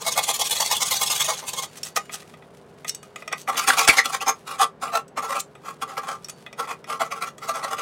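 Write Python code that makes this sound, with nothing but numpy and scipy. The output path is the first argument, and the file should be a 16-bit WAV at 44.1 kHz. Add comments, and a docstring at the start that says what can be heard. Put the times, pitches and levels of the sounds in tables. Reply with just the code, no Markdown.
"""Fast drumming and rasping of a fine-toothed hand saw across the grain of a small clamped wooden piece;
then taps and scrapes of steel and wood, and slower, halting strokes along the grain of the turned piece.
Tooth kicks ring wood modes and torn-fibre noise feeds a bright rasp; gliding tones squeal where the blade binds.
Hard strokes add a hollow note, and one short low thump falls at a hard stroke, made by a single smooth pulse;
air, hum and rustle fill a small workshop."""
import sys
import numpy as np
from scipy import signal
from scipy.fft import rfft, irfft
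from scipy.io import wavfile
from scipy.ndimage import uniform_filter1d

SR = 44100
rng = np.random.default_rng(int(sys.argv[2]) if len(sys.argv) > 2 else 0)


def materialize(psi):
    """Save the field psi as 16-bit PCM at rate SR to the path in sys.argv[1].

    A 1-D psi becomes a single channel; in a 2-D psi each row is a channel.
    """
    bounded = np.clip(np.atleast_2d(psi).T, -1, 1)
    quanta = np.round(bounded * 32767).astype(np.int16)
    wavfile.write(sys.argv[1], SR, quanta)


N = 344421
RESPONSE_SIZE = 4096  # samples in a ring or colour response
HZ = np.maximum(np.fft.rfftfreq(RESPONSE_SIZE, 1 / SR), 1)
TIME = np.arange(N) / SR  # s

# Spectrum of the quiet workshop's air. Each row: frequency in Hz, relative level in dB.
AIR_SPECTRUM = [(25, -28), (70, -9), (120, -3.5), (175, 2.5), (320, -5), (470, -1), (1450, -13.5),
                (2000, -20.5), (16000, -51)]
# The workshop's hum. 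Each row: frequency in Hz, relative level in dB.
HUM_TONES = [(149, -61), (400, -59)]
# Hands and clothes moving. Each row: time in seconds, relative level in dB.
RUSTLE_LEVEL = [(1.75, -54), (2.3, -54), (2.45, -63), (3.05, -64), (4.4, -58), (5.1, -91.5), (5.7, -56),
                (6.8, -69)]

# Pulls across the grain. Each row: moment of full speed in seconds, wood level in dB.
CROSS_PULLS = [(.075, -25), (0.181, -19.5), (.294, -23.5), (0.406, -25), (0.518, -32.5), (.616, -24.5),
               (0.718, -23), (.818, -27), (0.92, -27.5), (1.02, -25), (1.116, -29), (1.212, -29.5),
               (1.299, -23), (1.384, -46), (1.485, -40), (1.585, -29.5)]
# How firmly the teeth tear across the grain. Each row: time in seconds, rasp level of a pull in dB.
CROSS_BITE = [(0, -33.5), (.075, -22.5), (.18, -20.5), (1.24, -19.5), (1.3, -23), (1.35, -30), (1.435, -41),
              (1.48, -28), (1.62, -27)]
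# Arm speed across the grain. Each row: time in seconds, teeth per second of a pull at full speed in Hz.
CROSS_SPEED = [(0, 638), (.5, 883.4), (.9, 1048), (1.22, 1115), (1.3, 627), (1.55, 1115)]
# Fibres tearing across the grain. Each row: frequency in Hz, relative level in dB.
CROSS_RASP = [(200, -28), (1600, -2), (2500, 5), (6700, 7.5), (9800, 5.5), (10800, 0), (13500, 0),
              (15500, -6.5)]
# The clamped piece lying flat. Each row: mode frequency in Hz, width in Hz, relative level in dB.
FLAT_MODES = [(497, 81, -12), (829, 97, -4), (1050, 22.5, -2.5), (1177, 27.5, -2.5), (2172, 31, -8.5)]
# The blade held in the kerf. Each row: mode frequency in Hz, width in Hz, relative level in dB.
BLADE_MODES = [(3379, 67, 9.5), (3587, 144, -14.5), (4190, 110, -2), (5380, 46.7, -43), (6460, 510, 0.5),
               (10030, 77, -23)]
# The thin plate singing on by itself. Each row: mode frequency in Hz, width in Hz, relative level in dB.
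PLATE_MODES = [(2880, 3, 4.5), (3700, 10, 8.5), (4540, 3.98, 6), (7036, 4.5, -3), (8600, 9.2, -6)]

# The blade binds and squeals. Each row: middle in seconds, half length in seconds, pitch at the start in Hz,
# pitch at the end in Hz, level in dB.
SQUEALS = [(0.749, 0.012, 3700, 2700, -32.5), (3.704, 0.0064, 2302, 1180, -14),
           (3.806, 0.012, 2590, 2260, -27.5), (3.898, 0.0078, 2825, 1997, -10),
           (3.899, 0.0091, 2245, 2233, -11), (3.992, .008, 2190, 1870, -10),
           (4.217, 0.013, 2435, 3220, -34), (4.288, 0.013, 788, 1100, -32),
           (4.293, 0.013, 6200, 6630, -26.5), (5.405, 0.0095, 6030, 8250, -33.5)]
# Taps of saw and workpiece. Each row: start in seconds, relative steel level in dB, relative wood level in dB.
TAPS = [(1.344, -37, -44), (1.634, -31, -34), (1.8315, -24.5, -51), (1.963, -20.5, -18.5),
        (2.094, -68, -32.5), (2.223, -61, -44), (2.338, -58, -40), (2.423, -76, -46), (2.846, -45, -29.5),
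        (2.8937, -20, -69), (2.9475, -30.5, -66), (3.029, -44, -41.5), (3.159, -38.5, -30),
        (3.222, -53, -34), (3.277, -35.5, -27.5), (3.326, -28, -34), (3.476, -57, -25), (3.555, -54, -28),
        (5.08, -50.5, -63), (5.552, -55.5, -41.5), (6.2447, -32.5, -49), (6.2848, -36.5, -38),
        (6.2962, -31.5, -40), (6.463, -66, -32.5), (6.528, -45, -37.5), (6.842, -46.5, -38),
        (7.381, -43.5, -41)]
# Free steel. Each row: mode frequency in Hz, width in Hz, relative level in dB.
STEEL_MODES = [(3300, 20, -18), (5520, 150, 7.5), (6270, 160, 3.5), (6880, 82, 6), (7960, 50, 6),
               (9000, 43, 6.5), (11150, 69, 0)]
# A knocked block. Each row: mode frequency in Hz, width in Hz, relative level in dB.
BLOCK_MODES = [(628, 120, -6.5), (1240, 40, 5), (1970, 110, -1), (2460, 130, -3.5), (3380, 154, -8)]
# Blade and workpiece sliding without cutting. Each row: moment of full force in seconds, rise in seconds,
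# fall in seconds, wood level in dB, rasp level in dB.
SLIDES = [(1.779, .012, 0.0097, -47, -39.5), (1.857, 0.017, 0.034, -45.5, -36),
          (1.974, .012, 0.0074, -22, -25), (2.145, 0.02, 0.013, -39, -31), (2.886, .012, 0.0055, -70, -29),
          (3.333, 0.013, 0.0052, -22, -49), (3.406, .035, 0.026, -61, -42.5),
          (5.403, 0.01, 0.0071, -61, -28)]

# Pulls along the grain. Each row: moment of full speed in seconds, rise plus fall in seconds, wood level in dB.
RIP_PULLS = [(3.49, 0.031, -19.5), (3.583, 0.044, -23.5), (3.685, 0.036, -16.5), (3.786, 0.04, -19),
             (3.886, 0.028, -15), (3.981, .036, -20), (4.052, 0.03, -25.5), (4.138, 0.043, -25),
             (4.217, 0.025, -26), (4.281, 0.039, -18), (4.496, 0.073, -31.5), (4.612, 0.043, -14.5),
             (4.834, 0.049, -25.5), (4.949, 0.057, -19), (5.179, 0.03, -22.5), (5.236, 0.038, -26.5),
             (5.307, .058, -25), (5.359, 0.043, -24), (5.671, 0.072, -33.5), (5.823, 0.026, -24),
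             (5.895, 0.048, -35), (5.978, 0.026, -24.5), (6.096, 0.075, -27.5), (6.598, 0.041, -24.5),
             (6.699, .046, -28), (6.901, .054, -26.5), (7.014, 0.033, -20), (7.119, 0.031, -27),
             (7.225, 0.035, -25), (7.271, .036, -32.5), (7.437, 0.054, -33.5), (7.493, 0.035, -22.5),
             (7.556, 0.049, -28), (7.636, .036, -25.5), (7.722, 0.038, -25), (7.793, 0.057, -26.5)]
# Rasp along the grain, strongest while the blade runs deep and fast.
# Each row: time in seconds, rasp level against the wood level in dB.
RIP_BITE = [(3.5, -12.5), (3.58, 2.5), (3.7, 1.5), (3.9, 4.5), (4.22, -3.5), (4.6, -5), (4.85, -9),
            (6.1, -9), (7.8, -7.5)]
# Arm speed along the grain. Each row: time in seconds, teeth per second at full speed in Hz.
RIP_SPEED = [(3.5, 792.5), (4.65, 791), (5.33, 556.5), (5.75, 804), (6.15, 770), (6.6, 480), (7.2, 755.7),
             (7.8, 598)]
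# Fibres tearing along the grain. Each row: frequency in Hz, relative level in dB.
RIP_RASP = [(200, -25.5), (700, 2), (2300, 5), (3000, 4.5), (4500, 2), (6700, -0.5), (9800, -1),
            (10800, -5.5), (15500, -13)]
# The piece standing on edge. Each row: mode frequency in Hz, width in Hz, relative level in dB.
EDGE_MODES = [(251, 27.7, -16.5), (453.7, 17, -9), (546.5, 24, -8.5), (793.4, 58, -4), (1090, 30, 1.5),
              (1180.7, 19.2, 5), (1329.4, 26.6, 5.5), (1635, 28, -13), (1953, 110, -11.5),
              (2445, 200, -16.5)]
# Pulls in rhythm are joined by a push. The pair: shortest and longest gap between such pulls in seconds.
RHYTHM_GAP = (.08, .13)

# Quick strokes: rise plus fall of pull and push, and the share spent speeding up.
CROSS_PULL_S, CROSS_PUSH_S, CROSS_RISE_SHARE = 0.04, 0.036, 0.46
# The teeth skid on the push: its wood level, then its rasp and speed against the pull.
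PUSH_WOOD_DB, PUSH_RASP_DB, PUSH_SPEED_SHARE = -37.5, -4, 0.72
RIP_RISE_SHARE = 0.37
# The push back along the grain: rise plus fall, level against the lighter pull beside it,
# further change of rasp in dB (negative: less rasp).
RETURN_S, RETURN_DB, RETURN_RASP_DB = 0.04, -7, -2.5
THUMP_S = 3.891  # start of the short low thump


def undb(db):
    """Decibels to gain."""
    return 10 ** (np.asarray(db) / 20)


def unit(x):
    """Scale to an rms of one."""
    return x / np.sqrt(np.mean(x ** 2))


def add(out, x, start_s):
    """Mix x into out from start_s on."""
    i = int(start_s * SR)
    a, b = max(i, 0), min(i + len(x), N)
    out[a:b] += x[a - i:b - i]


def at(curve, s):
    """Value of a (time, value) curve at time s."""
    return np.interp(s, *np.transpose(curve))


def walk(size, hz):
    """Smooth random drift, hz knots a second, with a spread of about one."""
    knots = np.arange(size) * hz / SR
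    return 1.2 * np.interp(knots, np.arange(size), rng.standard_normal(size))


def colour(points):
    """Minimum-phase response with the given (Hz, dB) spectrum and unit energy."""
    hz, db = np.transpose(points)
    level_db = np.interp(np.log(HZ), np.log(hz), db)
    cepstrum = irfft(np.log(undb(level_db)))
    # folding the cepstrum onto positive time puts the energy first
    cepstrum[1:RESPONSE_SIZE // 2] *= 2
    cepstrum[RESPONSE_SIZE // 2 + 1:] = 0
    h = irfft(np.exp(rfft(cepstrum)))
    return h / np.linalg.norm(h)


def ring(modes, size=RESPONSE_SIZE, scatter_db=0, detune=0):
    """Unit-energy damped modes; weights and tuning can scatter with the point of contact and the grip."""
    t = np.arange(size) / SR
    weight, shift = rng.standard_normal((len(modes), 2)).T
    h = np.zeros(size)
    for k, (hz, width, db) in enumerate(modes):
        gain = (-1) ** k * undb(db + scatter_db * weight[k]) * width
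        decay = np.exp(-np.pi * width * t)
        h += gain * decay * np.cos(2 * np.pi * hz * (1 + detune * shift[k]) * t)
    return h / np.linalg.norm(h)


def excite(source, force, response):
    """Drive a response with source under a force curve; the force sets the level."""
    y = signal.fftconvolve(source * force, response)
    return y * np.linalg.norm(force) / np.linalg.norm(y)


def swing(rise, fall):
    """One movement: its position u (0 at full speed, running from -2 to 2 between the turns) and a bell of
    force."""
    t = np.arange(-int(2 * rise * SR), int(2 * fall * SR)) / SR
    u = t / np.where(t < 0, rise, fall)
    return u, np.exp(-u ** 2)


def fibres(size, spread_db):
    """Dense snaps of wood fibres: noise whose strength jumps every 16 samples, a few far larger than the rest."""
    strength = undb(spread_db * rng.standard_normal(size // 16 + 1))
    return unit(np.repeat(strength, 16)[:size] * rng.standard_normal(size))


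def workshop(air_db, hum_db, waver, rustle_db):
    """Steady air noise, a wavering hum, and the uneven rustle of the worker."""
    air = unit(signal.fftconvolve(rng.standard_normal(N), colour(AIR_SPECTRUM))[:N])
    hum = np.zeros(N)
    for hz, db in HUM_TONES:
        phase = 2 * np.pi * np.cumsum(hz * (1 + waver * walk(N, 25))) / SR
        hum += undb(db) * unit(np.sin(phase))
    brushing = fibres(N, 5) * undb(4 * walk(N, 20) + 3 * walk(N, 140))
    rustle = unit(signal.fftconvolve(brushing, colour(RIP_RASP))[:N])
    return undb(air_db) * air + undb(hum_db) * hum + undb(rustle_db + at(RUSTLE_LEVEL, TIME)) * rustle


def stroke_row(s, length, rise_share, wood_db, rasp_db, tooth_hz):
    """One stroke: (s at full speed, rise s, fall s, wood dB, rasp dB, teeth per second at full speed)."""
    rise = length * rise_share
    return s, rise, length - rise, wood_db, rasp_db, tooth_hz


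def cross_strokes():
    """An even push and pull: a light push halfway between the pulls; one opens and one closes the run."""
    strokes = []
    for s, db in CROSS_PULLS:
        strokes.append(stroke_row(s, CROSS_PULL_S, CROSS_RISE_SHARE, db, at(CROSS_BITE, s), at(CROSS_SPEED, s)))
    # mirrored pull times at both ends place the outer pushes
    times = np.pad(np.transpose(CROSS_PULLS)[0], 1, mode="reflect", reflect_type="odd")
    for s in (times[:-1] + times[1:]) / 2:
        rasp_db = at(CROSS_BITE, s) + PUSH_RASP_DB
        tooth_hz = PUSH_SPEED_SHARE * at(CROSS_SPEED, s)
        strokes.append(stroke_row(s, CROSS_PUSH_S, CROSS_RISE_SHARE, PUSH_WOOD_DB, rasp_db, tooth_hz))
    return sorted(strokes)


def cut(strokes, modes, rasp_colour, jitter, slowing, tear_db, buzz_db, blade_db, chatter_db, catch_db,
        grit_db, bench_db):
    """Saw strokes: each tooth kicks the wood and tears a puff of fibres; the tooth rate follows the arm's speed."""
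    out = np.zeros(N)
    bench = colour([(25, -17.5), (90, -5), (260, -11.0), (600, -25)])  # Hz, dB
    t = np.arange(RESPONSE_SIZE) / SR
    tearing = colour(rasp_colour)
    for s, rise, fall, wood_db, rasp_db, tooth_hz in strokes:
        u, force = swing(rise, fall)
        size = len(u)
        wood = ring(modes, scatter_db=1.5, detune=0.0099)
        # the rasp passes through the steel sheet's crowded, damped modes, which change with its place in the kerf
        sheet = rng.standard_normal(RESPONSE_SIZE) * np.exp(-t / .0035)
        fibre_colour = signal.fftconvolve(tearing, sheet / np.linalg.norm(sheet))[:RESPONSE_SIZE]
        rasp = fibre_colour + undb(blade_db) * ring(BLADE_MODES, scatter_db=2.0)

        catching = unit(undb(catch_db * walk(size, 183)))  # the grain grabs and lets go
        speed = np.exp(-slowing * np.maximum(u, -u / 2) ** 2)  # the arm brakes harder than it starts
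        teeth = np.cumsum(tooth_hz * speed * (1 + jitter * walk(size, 500))) / SR  # running tooth count
        depth = undb(chatter_db * rng.standard_normal(size))[np.abs(teeth).astype(int)]  # no two bite alike
        kicks = np.diff(np.floor(teeth), prepend=0) * depth
        kicks = unit(kicks - uniform_filter1d(kicks, size=150))
        puffs = unit(fibres(size, grit_db) * depth * (1 + 0.41 * np.cos(2 * np.pi * teeth)))

        stroke = undb(wood_db) * excite(catching * (kicks + undb(tear_db) * puffs), force, wood)
        stroke += undb(rasp_db) * excite(catching * (puffs + undb(buzz_db) * kicks), force, rasp)
        stroke += undb(rasp_db + bench_db) * excite(puffs, force, bench)  # the bench rumbles under the load
        add(out, stroke, s - 2 * rise)
    return out


def rocking(strokes, db, onset_db, growth, waver, slowing):
    """Hard strokes rock the piece at the tooth rate: a hollow note, growing faster than the load, sags in braking."""
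    out = np.zeros(N)
    for s, rise, fall, wood_db, _, tooth_hz in strokes:
        u, force = swing(rise, fall)
        hz = tooth_hz * np.exp(-slowing * np.maximum(u, 0) ** 2) * (1 + waver * walk(len(u), 500))
        note = np.sin(2 * np.pi * np.cumsum(hz) / SR) * undb(2 * walk(len(u), 200))
        level_db = wood_db + db + growth * min(wood_db - onset_db, 0)
        add(out, undb(level_db) * note * force ** 2, s - 2 * rise)
    return out


def plate(x, db):
    """Shaking by x leaves the blade singing faintly in its narrow, slowly dying modes."""
    return undb(db) * signal.fftconvolve(x, ring(PLATE_MODES, size=SR // 2))[:N]


def squeal(half, from_hz, to_hz, waver=0.018, overtone_db=-13, rough_db=5.5):
    """The pinched blade sticks and slips: a short rough glide with two overtones."""
    u = np.linspace(-2, 2, int(4 * half * SR))
    hz = (from_hz + (to_hz - from_hz) * (1 + np.tanh(u)) / 2) * (1 + waver * walk(len(u), 914))
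    phase = 2 * np.pi * np.cumsum(hz) / SR
    tone = sum(undb(k * overtone_db) * np.sin((k + 1) * phase) for k in range(3))
    return undb(rough_db * walk(len(u), 600)) * unit(tone) * np.exp(-u ** 2)


def squeals(chirp_db, low_hz, high_hz):
    """Squeals where the blade binds, and a small chirp as each quick stroke ends: up on the pull, down on the push."""
    out = np.zeros(N)
    for s, half, from_hz, to_hz, db in SQUEALS:
        add(out, undb(db) * squeal(half, from_hz, to_hz), s - 2 * half)
    for k, (s, rise, fall, _, rasp_db, _) in enumerate(cross_strokes()):
        is_pull = k % 2  # the run opens with a push
        glide = np.array([low_hz, high_hz] if is_pull else [high_hz, low_hz])
        glide = glide * np.exp(0.097 * rng.standard_normal())
        add(out, undb(rasp_db + chirp_db) * squeal(fall / 2, *glide), s - fall / 2)
    return out


def taps(steel_db, wood_db, crack_db, steel_contact_s, wood_contact_s):
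    """Brief gritty contacts that ring the steel and the block."""
    out, t = np.zeros(N), np.arange(RESPONSE_SIZE) / SR
    crack = undb(crack_db) * colour(CROSS_RASP)
    for s, steel_tap_db, wood_tap_db in TAPS:
        grit = rng.standard_normal(RESPONSE_SIZE)
        steel = ring(STEEL_MODES, scatter_db=6.0) + crack
        block = ring(BLOCK_MODES, scatter_db=1)
        add(out, undb(steel_db + steel_tap_db) * excite(grit, np.exp(-t / steel_contact_s), steel), s)
        add(out, undb(wood_db + wood_tap_db) * excite(grit, np.exp(-t / wood_contact_s), block), s)
    return out


def slides(grit_db, steel_db, flat_db):
    """Light scrapes of the blade leaving the kerf and of the piece shifting in the vice: grit drives wood and steel."""
    out = np.zeros(N)
    wood = ring(BLOCK_MODES) + undb(flat_db) * ring(FLAT_MODES)
    scrape = colour(CROSS_RASP) + undb(steel_db) * ring(STEEL_MODES)
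    for s, rise, fall, wood_db, rasp_db in SLIDES:
        u, force = swing(rise, fall)
        grit = fibres(len(u), grit_db)
        slide = undb(wood_db) * excite(grit, force, wood)
        slide += undb(rasp_db) * excite(grit, force, scrape)
        add(out, slide, s - 2 * rise)
    return out


def rip_strokes():
    """Halting pulls that bite fast and ease off; wherever they fall into a rhythm, a lighter push joins them."""
    strokes = []
    for s, length, db in RIP_PULLS:
        strokes.append(stroke_row(s, length, RIP_RISE_SHARE, db, db + at(RIP_BITE, s), at(RIP_SPEED, s)))
    for (before, _, before_db), (after, _, after_db) in zip(RIP_PULLS, RIP_PULLS[1:]):
        if RHYTHM_GAP[0] < after - before < RHYTHM_GAP[1]:
            s = (before + after) / 2
            db = min(before_db, after_db) + RETURN_DB
            rasp_db = db + at(RIP_BITE, s) + RETURN_RASP_DB
            strokes.append(stroke_row(s, RETURN_S, .5, db, rasp_db, at(RIP_SPEED, s)))
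    return strokes


def thump(db, rise_s):
    """One short low thump: a smooth pulse that peaks after rise_s and dies away, high-passed at 40 Hz."""
    out, u = np.zeros(N), np.arange(RESPONSE_SIZE) / SR / rise_s
    add(out, undb(db) * u * np.exp(1 - u), THUMP_S)
    return signal.sosfilt(signal.butter(1, 40, "high", fs=SR, output="sos"), out)


def walls(x, wet_db, t60_s, dull_hz):
    """Short, dull reflections from the cluttered room: a decaying noise tail after 4 ms."""
    t = np.arange(SR // 2) / SR
    tail = rng.standard_normal(len(t)) * np.exp(-np.log(1000) * t / t60_s) * (t > .004)
    tail = signal.sosfilt(signal.butter(1, dull_hz, fs=SR, output="sos"), tail / np.linalg.norm(tail))
    return undb(wet_db) * signal.fftconvolve(x, tail)[:N]


def scene():
    """Both cuts and the handling between them, in the room."""
    room = workshop(air_db=-50.0, hum_db=1.5, waver=.025, rustle_db=2)
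    across = cut(cross_strokes(), FLAT_MODES, CROSS_RASP, jitter=.04, slowing=.3, tear_db=3.0, buzz_db=-2.0,
                 blade_db=-6.0, chatter_db=0.5, catch_db=3.5, grit_db=2.5, bench_db=-26.5)
    along = cut(rip_strokes(), EDGE_MODES, RIP_RASP, jitter=.04, slowing=.4, tear_db=7.5, buzz_db=-8.5,
                blade_db=-10, chatter_db=3, catch_db=2.6, grit_db=1.0, bench_db=-46.0)
    tapping = taps(steel_db=4.5, wood_db=2.5, crack_db=-2.5, steel_contact_s=0.0039, wood_contact_s=0.0053)
    work = across + along + tapping
    work += plate(across, db=-20.0) + plate(tapping, db=-17.0)
    strokes = cross_strokes() + rip_strokes()
    work += rocking(strokes, db=2.0, onset_db=-12.5, growth=1.0, waver=0.022, slowing=0.14)
    work += squeals(chirp_db=-11.5, low_hz=3186, high_hz=4270)
    work += slides(grit_db=6.5, steel_db=-6.0, flat_db=-5.5)
    work += thump(db=-8.5, rise_s=0.00024)
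    return (work + walls(work, wet_db=-9.5, t60_s=0.12, dull_hz=6750) + room)[None]


def record(dry):
    """The microphone rounds the loudest peaks; everything above 16 kHz is cut."""
    rounded = .88 * np.tanh(dry / .88)
    return signal.sosfilt(signal.ellip(10, .1, 90, 16000, fs=SR, output="sos"), rounded)


dry = scene()
out = record(dry)
materialize(out)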